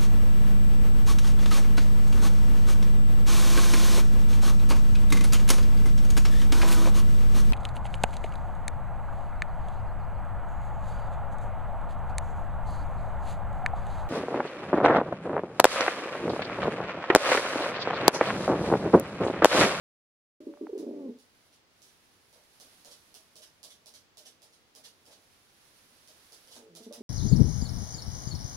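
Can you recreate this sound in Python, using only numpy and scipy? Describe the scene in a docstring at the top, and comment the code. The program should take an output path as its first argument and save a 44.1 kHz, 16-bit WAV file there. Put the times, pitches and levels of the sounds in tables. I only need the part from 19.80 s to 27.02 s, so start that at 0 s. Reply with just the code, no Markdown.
"""A pigeon struts and coos

A pigeon walks round a soft toy on a wooden floor in a small, quiet room. It gives a throaty
coo: a nearly pure tone, chopped by a flutter so that it rolls. Its claws tick, scuff and knock
the boards, and its fanned tail hisses over rug and floor. Then it starts to coo again."""
import sys
import numpy as np
from scipy import signal
from scipy.fft import rfft, irfft
from scipy.io import wavfile
from scipy.ndimage import uniform_filter1d

SR = 44100
rng = np.random.default_rng(int(sys.argv[2]) if len(sys.argv) > 2 else 0)


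def pcm_store(signal):
    """Save signal as 16-bit PCM."""
    levels = np.round(np.clip(np.atleast_2d(signal), -1, 1) * 32767)
    wavfile.write(sys.argv[1], SR, levels.astype(np.int16).T)


N = 318402
T = np.arange(N) / SR

# tone of the room air, the feathers, a claw's tick, a claw's scrape and the throat:
# (frequency [Hz], gain [dB])
AIR_TONE = [(25, -39), (55, -19), (246, -7.5), (400, -8.5), (1050, -11.5), (2230, -13.5), (4750, -16),
            (7300, -22.5), (11000, -39), (15500, -27.5)]
FEATHER_TONE = [(300, -1.5), (900, -3.5), (1800, -2), (2500, -3), (4000, -1), (5800, -3), (7600, -10.5),
                (10300, -3.5), (13000, -8), (15500, -11.5)]
TICK_TONE = [(800, -31), (1800, -28), (2400, -10.5), (3300, 1.5), (4400, 1), (5800, 1.5), (7600, -6),
             (10200, -2), (12500, -8.5), (15500, -9.5)]
SCRAPE_TONE = [(800, -24), (1800, -9.5), (2400, -12), (3300, 0), (4400, -1), (5800, -1.5), (7600, -10.5),
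               (10200, -7), (12500, -12), (15500, -22)]
THROAT_TONE = [(130, -37), (180, -14), (225, -1), (450, 2), (610, -5), (700, -13.5), (860, -5.5),
               (1150, -6), (1500, -37)]
# curve that, scaled for each side, puts the bird to the right: (frequency [Hz], gain [dB])
SIDE_TILT = [(250, -0.5), (500, -2.5), (2000, -3.5), (4000, -3), (8000, -7), (10500, -7), (13000, 0)]
# the fanned tail brushing the ground: (time [s], level [dB])
TAIL_BRUSH = [(.6, -73.5), (1.3, -76.5), (1.66, -70.5), (1.85, -82), (2.0, -69.5), (2.5, -70.5),
              (2.95, -63), (3.2, -65.5), (3.76, -72.5), (4.3, -79), (4.9, -76), (5.5, -68), (5.66, -68.5),
              (5.9, -65), (6.66, -63.5), (6.86, -78)]
# small dry clicks during the coo: (time [s], level [dB], pitch [Hz])
DRY_CLICKS = [(0.738, -55.5, 877), (.773, -55.5, 700), (0.8689, -45.5, 845)]
# the ways a floorboard rings: (frequency [Hz], width [Hz], gain [dB])
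BOARD_RINGS = [(282, 77, -5.5), (473, 94, 3), (595, 78, 5), (826, 170, -11), (1160, 800, -23.5)]
# feet landing: (time [s], tick level [dB], knock level [dB], wait for the next toe [s])
FOOTFALLS = [(.979, -52.5, -62, 0.0074), (1.387, -60.5, -84, 0.027), (2.019, -55.5, -75, 0.0242),
             (2.528, -58, -65.5, 0.03), (2.7995, -50.5, -63.5, .008), (3.047, -51, -63, 0.0266),
             (3.342, -48.5, -66, 0.00965), (3.556, -50.5, -66.5, 0.021), (3.830, -46, -62, .009),
             (4.059, -50.5, -67, 0.018), (4.371, -49.5, -65.5, 0.00867), (4.619, -55, -67.5, 0.014),
             (4.9507, -51.5, -64, 0.022), (5.255, -57, -70.5, .012), (5.278, -68, -61.5, .012),
             (6.275, -54.5, -69.5, .012), (6.5217, -51, -66, .008), (6.6741, -56, -64.5, .03),
             (6.755, -52, -58.5, 0.00754), (6.9515, -47, -60.5, 0.00998), (7.1257, -45.5, -57, 0.013)]
# claws sliding as a foot pushes off: (time [s], level [dB])
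CLAW_SLIDES = [(1.72, -61.5), (2.06, -59), (3.102, -50.5), (3.614, -49.5), (3.893, -52.5), (4.133, -50.5),
               (4.449, -49.5), (4.716, -60.5), (5.034, -48.5), (5.306, -53.5), (6.705, -50.5),
               (6.732, -54.5), (7.02, -54)]
# stutters that open the coo, each a throat pop and then a hum: (time [s], level [dB])
COO_STUTTERS = [(.604, -46.5), (.669, -37), (.811, -36)]
# a thin, clear tone between the opening notes: (time [s], pitch [Hz])
THIN_TONE = [(.604, 585), (.645, 632), (.70, 562), (.78, 586), (.915, 586)]
# short notes of the coo: (time [s], length [s], pitch [Hz], level [dB], roughness [0 = smooth])
COO_NOTES = [(.722, 0.053, 320, -59, .4), (.866, .019, 320, -54.5, 0.12), (.890, 0.015, 446.8, -37.5, 0.24),
             (0.929, 0.015, 372, -32, 0.18), (.951, 0.017, 409, -34.5, 0.25),
             (0.974, 0.0081, 363, -33, 0.25), (.992, 0.028, 314.4, -33, 0.31),
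             (1.065, 0.0084, 286, -29.5, 0.4), (1.288, .02, 221, -36, 0.3),
             (6.763, 0.088, 239, -58.5, 1.23), (6.805, .13, 446, -56.5, 0.6),
             (6.89, .13, 169.4, -43.5, 0.06), (6.924, .1, 444, -63, 0.6), (7.003, .032, 225, -51, 0.28),
             (7.063, 0.025, 224, -41, 0.1), (7.088, .045, 221.6, -50.5, .4), (7.109, 0.025, 602, -40, 0.43),
             (7.175, 0.03, 232, -49, 0.1), (7.205, 0.015, 219, -36.5, 0.2)]
# the long rolling note: (time [s], pitch [Hz], level [dB], roughness [0 = smooth])
COO_ROLL = [(1.018, 300, -37.5, 0.74), (1.048, 288.7, -38, 0.94), (1.059, 291, -50, 1.1),
            (1.078, 291, -36.5, 1.06), (1.16, 297.5, -41, 0.66), (1.25, 270.9, -38, .5),
            (1.30, 236.5, -43.5, 0.63), (1.33, 244.6, -54, 0.77), (1.39, 258.5, -67.5, 0.8)]


def undb(db):
    """Turn decibels into a number to multiply by."""
    return 10 ** (np.asarray(db) / 20)


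def unit(x):
    """Scale a signal to an average power of 1."""
    return x / np.sqrt(np.mean(x ** 2))


def curves(table):
    """A table's columns, joined by straight lines in time."""
    times, *columns = np.transpose(table)
    return [np.interp(T, times, column) for column in columns]


def during(table, fade_s=0.0031):
    """Fade in at a table's first time and out at its last."""
    return np.clip(np.minimum(T - table[0][0], table[-1][0] - T) / fade_s, 0, 1)


def colour(x, tone, amount=1):
    """Filter a sound by a tone table; amount scales its decibels."""
    hz, db = np.transpose(tone)
    f = np.maximum(np.fft.rfftfreq(x.shape[-1], 1 / SR), 1)
    return irfft(rfft(x) * undb(amount * np.interp(np.log(f), np.log(hz), db)), x.shape[-1])


def ring(x, hz, width_hz):
    """Keep the part of a sound near one frequency."""
    return signal.lfilter(*signal.iirpeak(hz, hz / width_hz, fs=SR), x)


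def wobble(per_second):
    """A smooth random drift, about 1 in size."""
    hold = max(int(SR / per_second), 1)
    steps = np.repeat(rng.standard_normal(N // hold + 1), hold)
    return unit(uniform_filter1d(steps, hold)[:N])


def diffuse(size, alike_hz=900):
    """Noise from all sides: left and right agree only in the bass."""
    mid, side = rng.standard_normal((2, size))
    f = np.fft.rfftfreq(size, 1 / SR)
    alike = .97 / (1 + (f / alike_hz) ** 4)
    mid = irfft(rfft(mid) * np.sqrt(1 + alike), size)
    side = irfft(rfft(side) * np.sqrt(1 - alike), size)
    return np.array([mid + side, mid - side]) / np.sqrt(2)


def add(track, start_s, sound):
    """Mix a sound into a track."""
    i = int(start_s * SR)
    track[..., i:i + sound.shape[-1]] += sound[..., :max(N - i, 0)]


def room(x, left_db, echo_db, reverb_db, reverb_s, echo_s=.0072, left_lag_s=0.00019):
    """The direct sound, one near echo and a short wash of echoes, different each time."""
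    t = T[:SR // 3]
    build_up = np.clip((t - .002) / 0.0066, 0, 1)
    response = diffuse(len(t)) * build_up * np.exp(-np.log(1000) * t / reverb_s)
    response *= undb(reverb_db) / np.sqrt(np.sum(response ** 2) / 2)
    # the bird is to the right, so its sound reaches the left later
    response[0, int(left_lag_s * SR)] += undb(left_db)
    response[1, 0] += 1
    for side, lag in zip(response, echo_s * rng.uniform(.9, 1.1, 2)):
        side[int(lag * SR)] += undb(echo_db)
    return signal.fftconvolve(x[None], response, axes=1)[:, :N]


def background():
    """Still air and soft hiss, with a faint rumble that differs left and right."""
    air = unit(colour(diffuse(N, alike_hz=516), AIR_TONE))
    rumble = unit(ring(rng.standard_normal((2, N)), hz=89.7, width_hz=63))
    return undb(-66.5) * air + undb(-76) * rumble


def tail(flicker_db=0.68):
    """Feather tips brush the ground with a soft, slightly uneven hiss."""
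    db, = curves(TAIL_BRUSH)
    hiss = unit(colour(diffuse(N), FEATHER_TONE))
    return hiss * undb(db + 1 + flicker_db * wobble(35))


def clicks(ring_s=0.00097):
    """Tiny dull pops, each a wave or two long."""
    pops, t = np.zeros(N), T[:SR // 50]
    for start, db, hz in DRY_CLICKS:
        phase = 2 * np.pi * hz * t
        tone = np.sin(phase) + 0.3 * np.sin(1.534 * phase)
        add(pops, start, undb(db) * np.exp(-t / ring_s) * tone)
    midrange = signal.butter(4, [550, 2600], "bandpass", fs=SR, output="sos")
    return undb(13.5) * signal.sosfilt(midrange, pops)


def friction(size, uneven_db):
    """Rubbing: a dense run of tiny catches, some weak and some strong."""
    return unit(rng.standard_normal(size) * undb(uneven_db * rng.exponential(size=size)))


def bending_tick(size, spread_s=.0024):
    """A click that has run along a bending board, where highs travel faster than lows."""
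    f = np.fft.rfftfreq(size, 1 / SR)
    spread = spread_s * rng.uniform(.6, 1.1)
    # the delay falls as 1 / sqrt(f) and is zero at the highest frequency
    chirp = irfft(np.exp(-1j * np.pi * spread * (2 * np.sqrt(f * SR / 2) - f)), size)
    return chirp * np.linspace(1, 0, size) ** 2


def claw_tap(t, chatter_s=0.0094):
    """A claw lands on varnish with a tick, a short ping and a brief chatter."""
    tick = undb(10) * bending_tick(len(t))
    ping = undb(-6) * ring(tick, hz=4940, width_hz=830)
    chatter = undb(-16.5) * friction(len(t), uneven_db=3) * np.exp(-t / chatter_s)
    return tick + ping + chatter


def floorboards(knocks):
    """Each push of a foot shakes the boards and makes them ring."""
    shaking = np.zeros((2, N))
    for start, push in knocks:
        thud = push * rng.standard_normal(len(push))
        add(shaking, start, room(thud, left_db=3, echo_db=-9, reverb_db=5, reverb_s=0.34))
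    return sum(undb(db) * ring(shaking, hz, width) for hz, width, db in BOARD_RINGS)


def feet(next_tick_db=-6.5, knock_s=0.016, slide_s=0.028):
    """Toe after toe taps down, and sliding claws scrape. Both knock the boards."""
    ticks, scrapes = np.zeros((2, 2, N))
    t = T[:SR // 10]
    knocks = []
    for first, tick_db, knock_db, wait in FOOTFALLS:
        for start, toe_db in (first, 0), (first + wait, next_tick_db):
            tap = undb(tick_db + toe_db) * claw_tap(t)
            add(ticks, start, room(tap, left_db=-4.5, echo_db=-6.5, reverb_db=6.5, reverb_s=0.2573))
            # the two toes share the bird's weight
            knocks.append((start, undb(knock_db) * np.exp(-t / knock_s) / np.sqrt(2)))
    press = np.sin(np.linspace(0, np.pi, int(slide_s * SR)))
    for start, db in CLAW_SLIDES:
        scrape = undb(db) * press * friction(len(press), uneven_db=4)
        add(scrapes, start, room(scrape, left_db=-1, echo_db=-7, reverb_db=5.5, reverb_s=0.24))
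        knocks.append((start, undb(db - 16.5) * press / 2))
    claws = undb(12) * colour(ticks, TICK_TONE) + undb(1.5) * colour(scrapes, SCRAPE_TONE)
    return claws + undb(15.5) * floorboards(knocks)


def voice_box(hz, octave_db, rough, flutter, pull=0.63):
    """A nearly pure tone that the flutter chops and bends; roughness weakens its top overtones."""
    phase = 2 * np.pi * np.cumsum(hz) / SR
    shaken = phase + pull * rough * flutter
    tone = np.sin(shaken) + undb(octave_db) * np.sin(phase + shaken)
    chopped = tone * (1 + rough * flutter) / np.sqrt(1 + rough ** 2)
    overtones = undb(octave_db - 7) * (1 - rough) * (np.sin(3 * phase) + np.sin(4 * phase) / 2)
    return np.sqrt(2) * (chopped + overtones)


def note(length, hz, db, rough, flutter, rise_share=0.19, sag_share=.03, crop_hz=456, crop_width_hz=52):
    """One short note: it starts fast, sags in pitch and fades over its second half."""
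    age = np.linspace(0, 1, int(length * SR))
    opening = np.clip(np.minimum(age / rise_share, 2 * (1 - age)), 0, 1)
    # the swollen crop, a pouch in the neck, boosts the octave above low notes
    octave_db = -20 + 14 * np.exp(-((2 * hz - crop_hz) / crop_width_hz) ** 2)
    tone = voice_box(hz * (1 - sag_share * age), octave_db, rough, flutter[:len(age)])
    return undb(db) * np.sin(np.pi / 2 * opening) * tone


def stutters(pop_s=0.009, pop_hz=330, hum_after_s=0.01117, hum_s=0.033, hum_hz=317.7, rough=0.39):
    """List the opening notes: each stutter is a pop of the throat, then a softer hum."""
    pops = [(start, pop_s, pop_hz, db + 3, rough) for start, db in COO_STUTTERS]
    hums = [(start + hum_after_s, hum_s, hum_hz, db, rough) for start, db in COO_STUTTERS]
    return pops + hums


def coo(flutter_hz=98):
    """Stuttering notes run into a long falling roll, made throaty by uneven flutter and pitch."""
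    beat = 2 * np.pi * np.cumsum(flutter_hz * (1 + .27 * wobble(110))) / SR
    slower_beat = .8 * np.cos(.6 * beat) * wobble(60)
    flutter = unit(np.tanh(np.cos(beat) + slower_beat + .4 * wobble(250)))
    roll_hz, roll_db, roll_rough = curves(COO_ROLL)
    roll_hz *= 1 + .065 * roll_rough ** 2 * wobble(140)
    roll = voice_box(roll_hz, octave_db=-6.5, rough=roll_rough, flutter=flutter)
    thin_hz, = curves(THIN_TONE)
    thin = voice_box(thin_hz, octave_db=-17, rough=0.13, flutter=flutter)
    voice = undb(roll_db) * roll * during(COO_ROLL) + undb(-53) * thin * during(THIN_TONE)
    for start, length, hz, db, rough in stutters() + COO_NOTES:
        add(voice, start, note(length, hz, db, rough, np.roll(flutter, -int(start * SR))))
    voice = undb(-1.65) * colour(voice, THROAT_TONE)
    return room(voice, left_db=0.5, echo_db=-15.5, reverb_db=-5.5, reverb_s=0.27)


def scene():
    """The bird, a little to the right, in the quiet room."""
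    left, right = feet() + coo() + clicks() + tail()
    bird = np.array([colour(left, SIDE_TILT, amount=0.27), colour(right, SIDE_TILT, amount=-0.84)])
    return bird + background()


def record(dry):
    """The sound starts after a moment of silence; the highest treble is cut steeply."""
    start_s, fade_s, top_hz = .603, .002, 15750
    fade_in = np.clip((T - start_s) / fade_s, 0, 1)
    treble_cut = signal.ellip(10, .2, 70, top_hz, fs=SR, output="sos")
    return signal.sosfilt(treble_cut, dry * fade_in)


dry = scene()
out = record(dry)
pcm_store(out)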